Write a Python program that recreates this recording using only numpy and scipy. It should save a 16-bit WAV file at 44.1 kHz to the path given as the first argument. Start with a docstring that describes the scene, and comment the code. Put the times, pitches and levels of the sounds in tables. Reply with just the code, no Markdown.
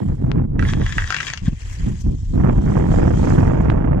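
"""Skis clatter along a ribbed plastic tube in a snow park: each rib gives a knock and a crack that set ski and
hollow tube ringing, while the edges scrape on the wall. The skis drop into the snow with a thud and hiss away
down the slope, breaking crystals under their edges, with a thin ring, a zing and bright bursts of spray. Gusts
buffet the microphone throughout, with a few sharp pops, over a faint bed of mountain air."""
import sys
import numpy as np
from scipy import signal
from scipy.fft import rfft, irfft
from scipy.io import wavfile
from scipy.ndimage import uniform_filter1d

SR = 44100
rng = np.random.default_rng(int(sys.argv[2]) if len(sys.argv) > 2 else 0)


def output_pcm(signal):
    """Save a mono or channel-first signal as 16-bit PCM at the path in sys.argv[1].

    Samples are clipped to [-1, 1] before scaling.
    """
    pcm = np.clip(np.atleast_2d(signal).T, -1, 1) * 32767
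    wavfile.write(sys.argv[1], SR, np.round(pcm).astype(np.int16))


N = 176400
TIME, FREQS = np.arange(N) / SR, np.arange(N // 2 + 1) * SR / N
HIT_SAMPLES = SR // 8

# Tone of still mountain air: f/Hz, level/dB
AIR_COLOUR = [(100, -4), (600, -2), (2000, -29), (7000, -18), (15000, -41.5)]
# Tone of a full gust: f/Hz, level/dB
WIND_COLOUR = [(15, -38.5), (27, 0), (65, -1.5), (125, -4.5), (281, -12), (579, -21.5), (1030, -32.5),
               (1700, -39), (2550, -51.5), (2950, -58), (4550, -75.5), (7700, -120)]
# Deep wind rumble on the microphone: t/s, level/dB
RUMBLE = [(0.0, -42.5), (0.12, -10.5), (0.17, -29), (0.27, -13), (0.3, -28.5), (0.44, -17), (0.46, -25),
          (0.63, -13.5), (0.75, -24), (0.81, -14.5), (0.93, -30.5), (1.02, -21), (1.17, -43), (1.37, -37),
          (1.48, -23.5), (1.59, -34), (1.67, -23.5), (1.77, -31), (1.82, -19.5), (1.99, -27.5),
          (2.08, -14.5), (2.19, -26.5), (2.32, -15.5), (2.67, -17.5), (2.78, -18), (3.04, -14), (3.31, -16),
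          (3.98, -20)]
# Strength of the gusts: t/s, level/dB
GUSTS = [(0, -21.5), (.02, -23.5), (.075, -30.5), (.095, -23), (.128, -24), (.15, -38), (.2, -27.5),
         (.27, -23.5), (.34, -24), (.37, -21), (.45, -24), (.48, -32), (.56, -25), (.66, -24), (.7, -32.5),
         (.76, -26), (.82, -21), (.87, -40.5), (.94, -40), (.962, -26), (1.0, -50), (1.08, -50),
         (1.39, -55.5), (1.44, -37), (1.53, -37), (1.57, -78), (1.76, -60), (1.8, -39), (1.88, -22.5),
         (1.98, -45.5), (2.03, -42), (2.065, -24), (2.15, -29.5), (2.19, -49), (2.3, -42), (2.345, -20),
         (2.42, -19), (2.5, -17.5), (2.52, -21.5), (2.655, -24), (2.675, -18), (2.71, -21.5), (2.76, -18.5),
         (2.88, -21), (3.03, -18), (3.18, -22), (3.29, -18), (3.34, -20), (3.39, -18.5), (3.55, -19.5),
         (3.8, -22), (3.98, -23)]
# How hard each band rides the gusts: f/Hz, swing/(dB per dB of gust)
GUST_SWING = [(150, 0.61), (350, 1.42), (700, 1.74), (1500, 2.5), (3000, 2.5)]
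# Fader on the wind's treble: t/s, level/dB
WIND_TREBLE = [(0, -4.5), (.4, -3), (.5, -10.5), (.57, -2), (.82, -3.5), (1.9, -6), (2.3, -14),
               (2.45, -1.5), (3.1, -0.5), (3.45, 0.5), (3.9, 4)]
# Fast flutter of the wind: f/Hz, depth/dB
FLUTTER = [(60, 0), (150, 3.5), (300, 1), (700, 5), (2500, 6.5)]
# Stereo balance of the wind: f/Hz, left minus right/dB
WIND_PAN = [(60, 0.5), (180, -1.5), (350, -3), (700, -7.5), (1400, -13.5), (3000, -16)]
# Stereo likeness of the wind: f/Hz, correlation (1 is mono)
WIND_LIKENESS = [(40, 1), (180, 0.88), (700, 0.83), (1400, 0.17), (3000, 0.048)]
# Pops on the microphone: t/s, level/dB, left minus right/dB, half width/s
POPS = [(0.3166, -19, 26.5, 0.00013), (0.736, -11.5, 15.5, 0.00013), (3.6985, -23.5, -21, 0.00022),
        (3.701, -11.5, -17.5, 0.00021)]
# Ring of skis gliding on hard snow: t/s, level/dB
GLIDE_RING = [(0, -64.5), (.5, -86), (1.9, -62), (2.1, -67), (2.55, -61), (2.95, -55), (3.3, -57),
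              (3.8, -75.5)]
# An edge biting and zinging, then bright bursts of spray: t/s, level/dB, half length/s, f/Hz, width/Hz
BITES_AND_SPRAYS = [(1.24, -50, 0.039, 5000, 300), (1.725, -50, .035, 6100, 1200), (2.012, -46, 0.015, 6040, 900)]
# Edges shaving snow and frost: t/s, level/dB, left minus right/dB
HISS = [(0, -61, -9.5), (.28, -69, -9.5), (.4, -73, -7), (.585, -88, 14), (.61, -59.5, -15), (.71, -42, 3),
        (.76, -53.5, 11), (.87, -46, 9), (1.02, -42.5, 17), (1.1, -46.5, 6), (1.28, -43, 19.5),
        (1.36, -52.5, 14), (1.42, -57, 14), (1.46, -49.5, 19), (1.51, -57, 13), (1.6, -49, 10),
        (1.7, -45.5, 11), (1.9, -50.5, 7), (1.98, -48.5, 11), (2.01, -50, 15.5), (2.07, -58, 16.5),
        (2.3, -55, 10), (2.5, -58.5, 11), (2.75, -49, 11.5), (2.85, -53, 9), (2.93, -46.5, 13.5),
        (3.08, -50, 12.5), (3.27, -43.5, 11.5), (3.5, -54.5, 13), (3.7, -63.5, 18.5), (3.95, -76, 13)]
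# Tone of the hiss on the left: f/Hz, level/dB
HISS_LEFT = [(350, 4.5), (600, -4), (1150, 2.5), (1350, -6), (1700, 2.5), (2700, 2.5), (4000, -1),
             (5200, 2), (6600, 5.5), (7700, 3.5), (8300, -7.5), (11000, -20.5), (15000, -26)]
# Tone of the hiss on the right: f/Hz, level/dB
HISS_RIGHT = [(350, 13), (650, 4.5), (1200, 4), (1500, 11.5), (1900, 16.5), (2700, 2.5), (3900, 8),
              (6200, 3), (7600, 8.5), (8250, 1.5), (9600, 1.5), (11000, -8), (15000, -15.5)]
# Body of the hiss, fullest as the skis dig in after landing: t/s, level/dB
HISS_BODY = [(0, 2), (.6, 3.5), (1.4, 4.5), (1.65, 5), (1.9, 5.5), (2.1, -4), (3.9, 3.5)]
# Skis landing in snow: t/s, level/dB, f/Hz
THUDS = [(1.436, -17, 140), (1.4831, -4, 156), (1.497, -29, 80), (1.532, -13.5, 143)]
# Tone of packed snow crunching: f/Hz, level/dB
CRUNCH_COLOUR = [(150, 12), (400, 2), (900, -8.5), (2000, -13.5), (6000, -22), (12000, -55)]
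# Standing waves in the hollow tube: f/Hz, level/dB
HOLLOW_MODES = [(800, 0), (1090, -11.5), (1240, -10.5), (1602, -10), (1759, 0), (2370, -1.5), (2704, 1),
                (3247, -5.5)]
# Resonances of ski and tube wall: f/Hz, width/Hz, level/dB
WALL_MODES = [(1100, 150, -0.5), (1566, 85, 3.5), (1760, 190, 4.5), (2560, 230, -5), (3276, 200, 2.5),
              (3870, 310, -5), (4800, 1200, -12), (6600, 800, -7)]
# Scrape as the skis press on the tube: t/s, level/dB
SCRAPE = [(.585, -85), (.6, -53), (.7, -29.5), (.76, -45.5), (.87, -34.5), (.96, -36), (1.08, -38),
          (1.12, -31), (1.23, -37.5), (1.29, -32), (1.35, -41), (1.41, -74), (1.47, -35), (1.52, -74)]
# Flexing of a struck ski: multiple of the knock's pitch, level/dB, t60/s
SKI_MODES = [(.33, -36.5, 0.063), (.6, -29, 0.072), (0.799, -14, 0.046), (1.2, -14.5, 0.059),
             (1.62, -13.5, 0.019)]
# Tone of an edge cracking on a rib: f/Hz, level/dB
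CRACK_COLOUR = [(300, -18), (700, -2), (1100, 3), (2700, 14), (4000, 1.5), (4900, 5), (7000, 0.5),
                (8500, -19), (15000, -43)]
# Skis hitting the ribs: t/s, knock level/dB, crack level/dB, knock's left minus right/dB, f/Hz
KNOCKS = [(0.5933, -17, -25, -6, 1610), (0.625, -16.5, -28, -2, 1350), (0.651, -20, -54, -3, 1730),
          (0.691, -20.5, -39, -3, 1610), (0.816, -23.5, -38, 1, 1570), (0.8636, -18, -23, -1, 1650),
          (0.893, -27, -44, 3, 1540), (0.9238, -21, -25.5, 10.5, 1710), (0.9819, -8, -23, -1, 1587),
          (1, -22, -37, 2, 1520), (1.021, -16.5, -45, -1, 1580), (1.041, -20.5, -31.5, 7.5, 1590),
          (1.075, -26, -25, 3, 1770), (1.1042, -10.5, -16, 6, 1284), (1.124, -15.5, -22.5, 13.5, 1320),
          (1.144, -12.5, -15.5, 4, 1530), (1.1652, -17.5, -18.5, 6.5, 1450), (1.1855, -19, -29, 9.5, 2300),
          (1.2026, -14, -22, 1, 1620), (1.2062, -19.5, -22.5, 9.5, 1404), (1.2293, -19, -22.5, 2, 1710),
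          (1.2681, -28, -22.5, 12.5, 1570), (1.283, -23.5, -31.5, 15, 2270), (1.3007, -20, -20.5, 1, 1850),
          (1.3354, -21, -16.5, 2, 1630), (1.3743, -30, -19, 1.5, 1740)]


def from_db(db):
    """Decibels to gain."""
    return 10 ** (np.asarray(db) / 20)


def rms_one(x):
    """Scale to unit power."""
    return x / np.sqrt(np.mean(x ** 2) + 1e-20)


def in_time(rows):
    """Each column of an automation curve at every sample."""
    times, *columns = np.transpose(rows)
    return [np.interp(TIME, times, column) for column in columns]


def at_hz(points, hz):
    """Read a table on a log-frequency axis."""
    f, value = np.transpose(points)
    return np.interp(np.log(np.maximum(hz, 1)), np.log(f), value)


def colour(x, spectrum):
    """EQ a steady noise."""
    return irfft(rfft(x) * from_db(at_hz(spectrum, FREQS)), N)


def noise(spectrum, shape=(2, N)):
    """Coloured noise at unit power, stereo by default."""
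    return rms_one(colour(rng.standard_normal(shape), spectrum))


def drift(rate_hz):
    """Smooth random modulation with spread 1."""
    count = N // 40
    spectrum = rfft(rng.standard_normal(count)) / (1 + (FREQS[:count // 2 + 1] / rate_hz) ** 2)
    return np.interp(TIME, np.linspace(0, TIME[-1], count), rms_one(irfft(spectrum, count)))


def grains(per_s, spread_db):
    """Random tiny clicks of uneven size."""
    sizes = from_db(spread_db * np.minimum(rng.exponential(1, N), 5)) * rng.choice([-1, 1], N)
    return rms_one(sizes * (rng.random(N) < per_s / SR))


def filtered(x, hz, kind="low", order=2):
    """Low-pass, or band-pass between two corners."""
    return signal.sosfilt(signal.butter(order, hz, kind, fs=SR, output="sos"), x)


def resonant_noise(hz, width_hz):
    """Stereo noise ringing in one resonance."""
    peak = signal.iirpeak(hz, hz / width_hz, fs=SR)
    return rms_one(signal.lfilter(*peak, rng.standard_normal((2, N))))


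def pan(db):
    """Stereo gains; positive leans left."""
    return from_db(np.array([[1], [-1]]) * db / 2)


def lagged(x, lag_s):
    """The same sound a little later."""
    return np.interp(TIME - lag_s, TIME, x)


def add(track, s, sound):
    """Mix a short sound in at its time."""
    start = int(s * SR)
    track[..., start:start + sound.shape[-1]] += sound


def mountain_air(level_db=-70.5):
    """Still air lays a faint, wide bed."""
    return from_db(level_db) * noise(AIR_COLOUR)


def wind(rumble_gain_db=2, gust_gain_db=-11, full_gust_db=-18.5, rumble_below_hz=130, treble_hz=500):
    """Eddies cross the two microphone ports in turn; strong gusts are brighter and flutter in bursts."""
    rumble_db, = in_time(RUMBLE)
    treble_db, = in_time(WIND_TREBLE)
    gust_db, = in_time(GUSTS)
    edges = 20 * 2 ** np.arange(0, 8, .5)  # half octaves
    centres = np.sqrt(edges[1:] * edges[:-1])
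    turbulence = noise(WIND_COLOUR, (2, 2, N))
    eddies = drift(rate_hz=163)
    eddies = rms_one(eddies - uniform_filter1d(eddies, size=SR // 25))  # only the quick ones flutter
    eddies = rms_one(np.tanh(eddies))  # the stronger ones all push about equally hard
    out = 0
    for k, hz in enumerate(centres):
        mid, side = filtered(turbulence[k % 2], edges[k:k + 2], "band", order=3)
        alike = at_hz(WIND_LIKENESS, hz)
        pair = np.sqrt((1 + alike) / 2) * mid + np.sqrt((1 - alike) / 2) * side * [[1], [-1]]
        flutter = rms_one(from_db(at_hz(FLUTTER, hz) * eddies))
        if hz < rumble_below_hz:
            db = rumble_gain_db + rumble_db
        else:
            swing_db = at_hz(GUST_SWING, hz) * (gust_db - full_gust_db)
            db = gust_gain_db + swing_db + treble_db * (hz > treble_hz)
        out = out + from_db(db) * flutter * pair * pan(at_hz(WIND_PAN, hz))
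    return np.array([lagged(out[0], lag_s=0.00089), out[1]])


def pops(tail_db=-31.5, tail_s=0.0091):
    """A sharp dip in pressure, mostly at one port, with a short rustling tail."""
    out, rustle = 0, noise([(1800, 1.5), (4000, -7), (9000, -23.5)], N)
    for s, db, pan_db, width_s in POPS:
        offset_squared = np.minimum(((TIME - s) / width_s) ** 2, 1e4)
        dip = (offset_squared - 1) / (1 + offset_squared) ** 2
        age = np.clip(TIME - s, 0, .15)
        tail = from_db(tail_db) * rustle * (age > 0) * np.exp(-age / tail_s)
        out = out + from_db(db) * pan(pan_db) * (dip + tail)
    return filtered(out, hz=9500)


def glide(waver_db=2.5, burst_pan_db=6):
    """Hard snow keeps the skis ringing in a narrow band; once an edge bites and zings, and now and then spray
    flares up brightly."""
    ring_db, = in_time(GLIDE_RING)
    out = from_db(ring_db + waver_db * drift(rate_hz=28)) * resonant_noise(hz=3183, width_hz=170)
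    for s, db, half_length_s, hz, width_hz in BITES_AND_SPRAYS:
        swell = from_db(db) * np.exp(-((TIME - s) / half_length_s) ** 2)
        out = out + swell * resonant_noise(hz, width_hz) * pan(burst_pan_db)
    return out


def snow_hiss(gain_db=1, swish_db=2.5, flicker_db=1.67, body_below_hz=3400):
    """Countless crystals break under the edges; each band swishes on its own."""
    hiss_db, pan_db = in_time(HISS)
    body_db, = in_time(HISS_BODY)
    crystals = [colour(grains(per_s=11000, spread_db=3.5), tone) for tone in (HISS_LEFT, HISS_RIGHT)]
    out, spectrum = 0, rfft(rms_one(np.array(crystals)))
    edges = np.r_[100, 1000, 1600, np.arange(2200, 8300, 600), 10000, 20000]
    for low, high in zip(edges, edges[1:]):
        band = irfft(spectrum * ((FREQS >= low) & (FREQS < high)), N)
        out = out + band * from_db(swish_db * drift(rate_hz=32) + body_db * (high <= body_below_hz))
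    return out * pan(pan_db) * from_db(gain_db + hiss_db + flicker_db * drift(rate_hz=52))


def landing(thud_s=0.0032, crunch_db=-20, crunch_s=0.0052):
    """Tails and bases slap the snow: soft, low pushes of air, each with a dull crunch."""
    push, crush = np.zeros(N), np.zeros(N)
    t = np.arange(-HIT_SAMPLES, HIT_SAMPLES) / SR
    for s, db, hz in THUDS:
        add(push, s + t[0], from_db(db) * np.exp(-(t / thud_s) ** 2) * np.cos(2 * np.pi * hz * t))
        add(crush, s + t[0], from_db(db + crunch_db) * np.exp(-abs(t) / crunch_s))
    return np.array([push, lagged(push, lag_s=0.00048)]) + crush * noise(CRUNCH_COLOUR)


def hollow_ring(x, gain_db=-62, t60_s=0.18):
    """The air in the tube keeps ringing after a blow."""
    t = TIME[:SR // 2]
    modes = sum(from_db(db) * np.sin(2 * np.pi * hz * t) for hz, db in HOLLOW_MODES)
    return from_db(gain_db) * signal.fftconvolve(x, modes * from_db(-60 * t / t60_s))[:N]


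def wall_ring(x):
    """Ski and tube wall ring in their resonances; white noise keeps its power."""
    response, t = 0, TIME[:2048]
    for k, (hz, width_hz, db) in enumerate(WALL_MODES):
        envelope = from_db(db) * width_hz * np.exp(-np.pi * width_hz * t)
        response = response + (-1) ** k * envelope * np.cos(2 * np.pi * hz * t)
    response = filtered(response, hz=[730, 8070], kind="band")
    return signal.fftconvolve(x, response / np.linalg.norm(response))[:N]


def scrape(gain_db=-2, judder_db=3.2, stereo_width=0.25):
    """The edges catch and slip densely on the plastic; the right side is darker."""
    pressure_db, = in_time(SCRAPE)
    force = from_db(gain_db + pressure_db + judder_db * drift(rate_hz=70))
    shared, *sides = [grains(per_s=4400, spread_db=2.5) for _ in range(3)]
    left, right = [wall_ring(force * rms_one(shared + stereo_width * own)) for own in sides]
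    right = filtered(right, hz=3800)
    return np.array([left + hollow_ring(left), right + hollow_ring(right)]) * pan(db=-0.5)


def ski_ring(hz, t, spread_db=2):
    """The struck ski flexes and rings on; its pitch depends on where the rib meets it."""
    strengths = from_db(spread_db * rng.standard_normal(len(SKI_MODES)))
    return sum(strength * from_db(db - 60 * t / t60_s) * np.sin(2 * np.pi * ratio * hz * t)
               for strength, (ratio, db, t60_s) in zip(strengths, SKI_MODES))


def rib_knocks():
    """Each rib gives a short falling chirp of the wall and an edge crack; ski and tube ring on."""
    knock_gain_db, knock_rise_s, chirp_hz, chirp_s = -2, 0.001, 920, 0.00059
    crack_gain_db, crack_rise_s, crack_decay_s, crack_pan_db = -1.5, 0.00038, 0.0019, 9
    tail_db, tail_t60_s = -4, 0.1
    bodies, cracks, t = np.zeros((2, N)), np.zeros((2, N)), TIME[:HIT_SAMPLES]
    knock_envelope = t / knock_rise_s * np.exp(1 - t / knock_rise_s)
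    crack_envelope = (1 - np.exp(-t / crack_rise_s)) * np.exp(-t / crack_decay_s)
    for s, knock_db, crack_db, pan_db, hz in KNOCKS:
        cycles = hz * t + chirp_hz * chirp_s * (1 - np.exp(-t / chirp_s))
        body = knock_envelope * np.sin(2 * np.pi * cycles) + ski_ring(hz, t)
        add(bodies, s, pan(pan_db) * from_db(knock_gain_db + knock_db) * body)
        add(cracks, s, pan(pan_db + crack_pan_db) * from_db(crack_gain_db + crack_db) * crack_envelope)
    out = bodies + cracks * noise(CRACK_COLOUR)
    for channel in out:
        decay = rng.standard_normal(HIT_SAMPLES) * from_db(-60 * t / tail_t60_s)
        diffuse_tail = signal.fftconvolve(channel, decay / np.linalg.norm(decay))[:N]
        channel += hollow_ring(channel) + from_db(tail_db) * diffuse_tail
    return np.array([out[0], lagged(out[1], lag_s=0.0001)])


def scene():
    """Skis and wind over the bed of still air."""
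    return mountain_air() + rib_knocks() + scrape() + snow_hiss() + glide() + landing() + wind() + pops()


def record(dry, cutoff_hz=16500):
    """Soft-clip the highest peaks and cut the top end."""
    rounded = dry / (1 + dry ** 8) ** (1 / 8)
    return signal.sosfilt(signal.cheby2(12, 70, cutoff_hz, fs=SR, output="sos"), rounded)


dry = scene()
out = record(dry)
output_pcm(out)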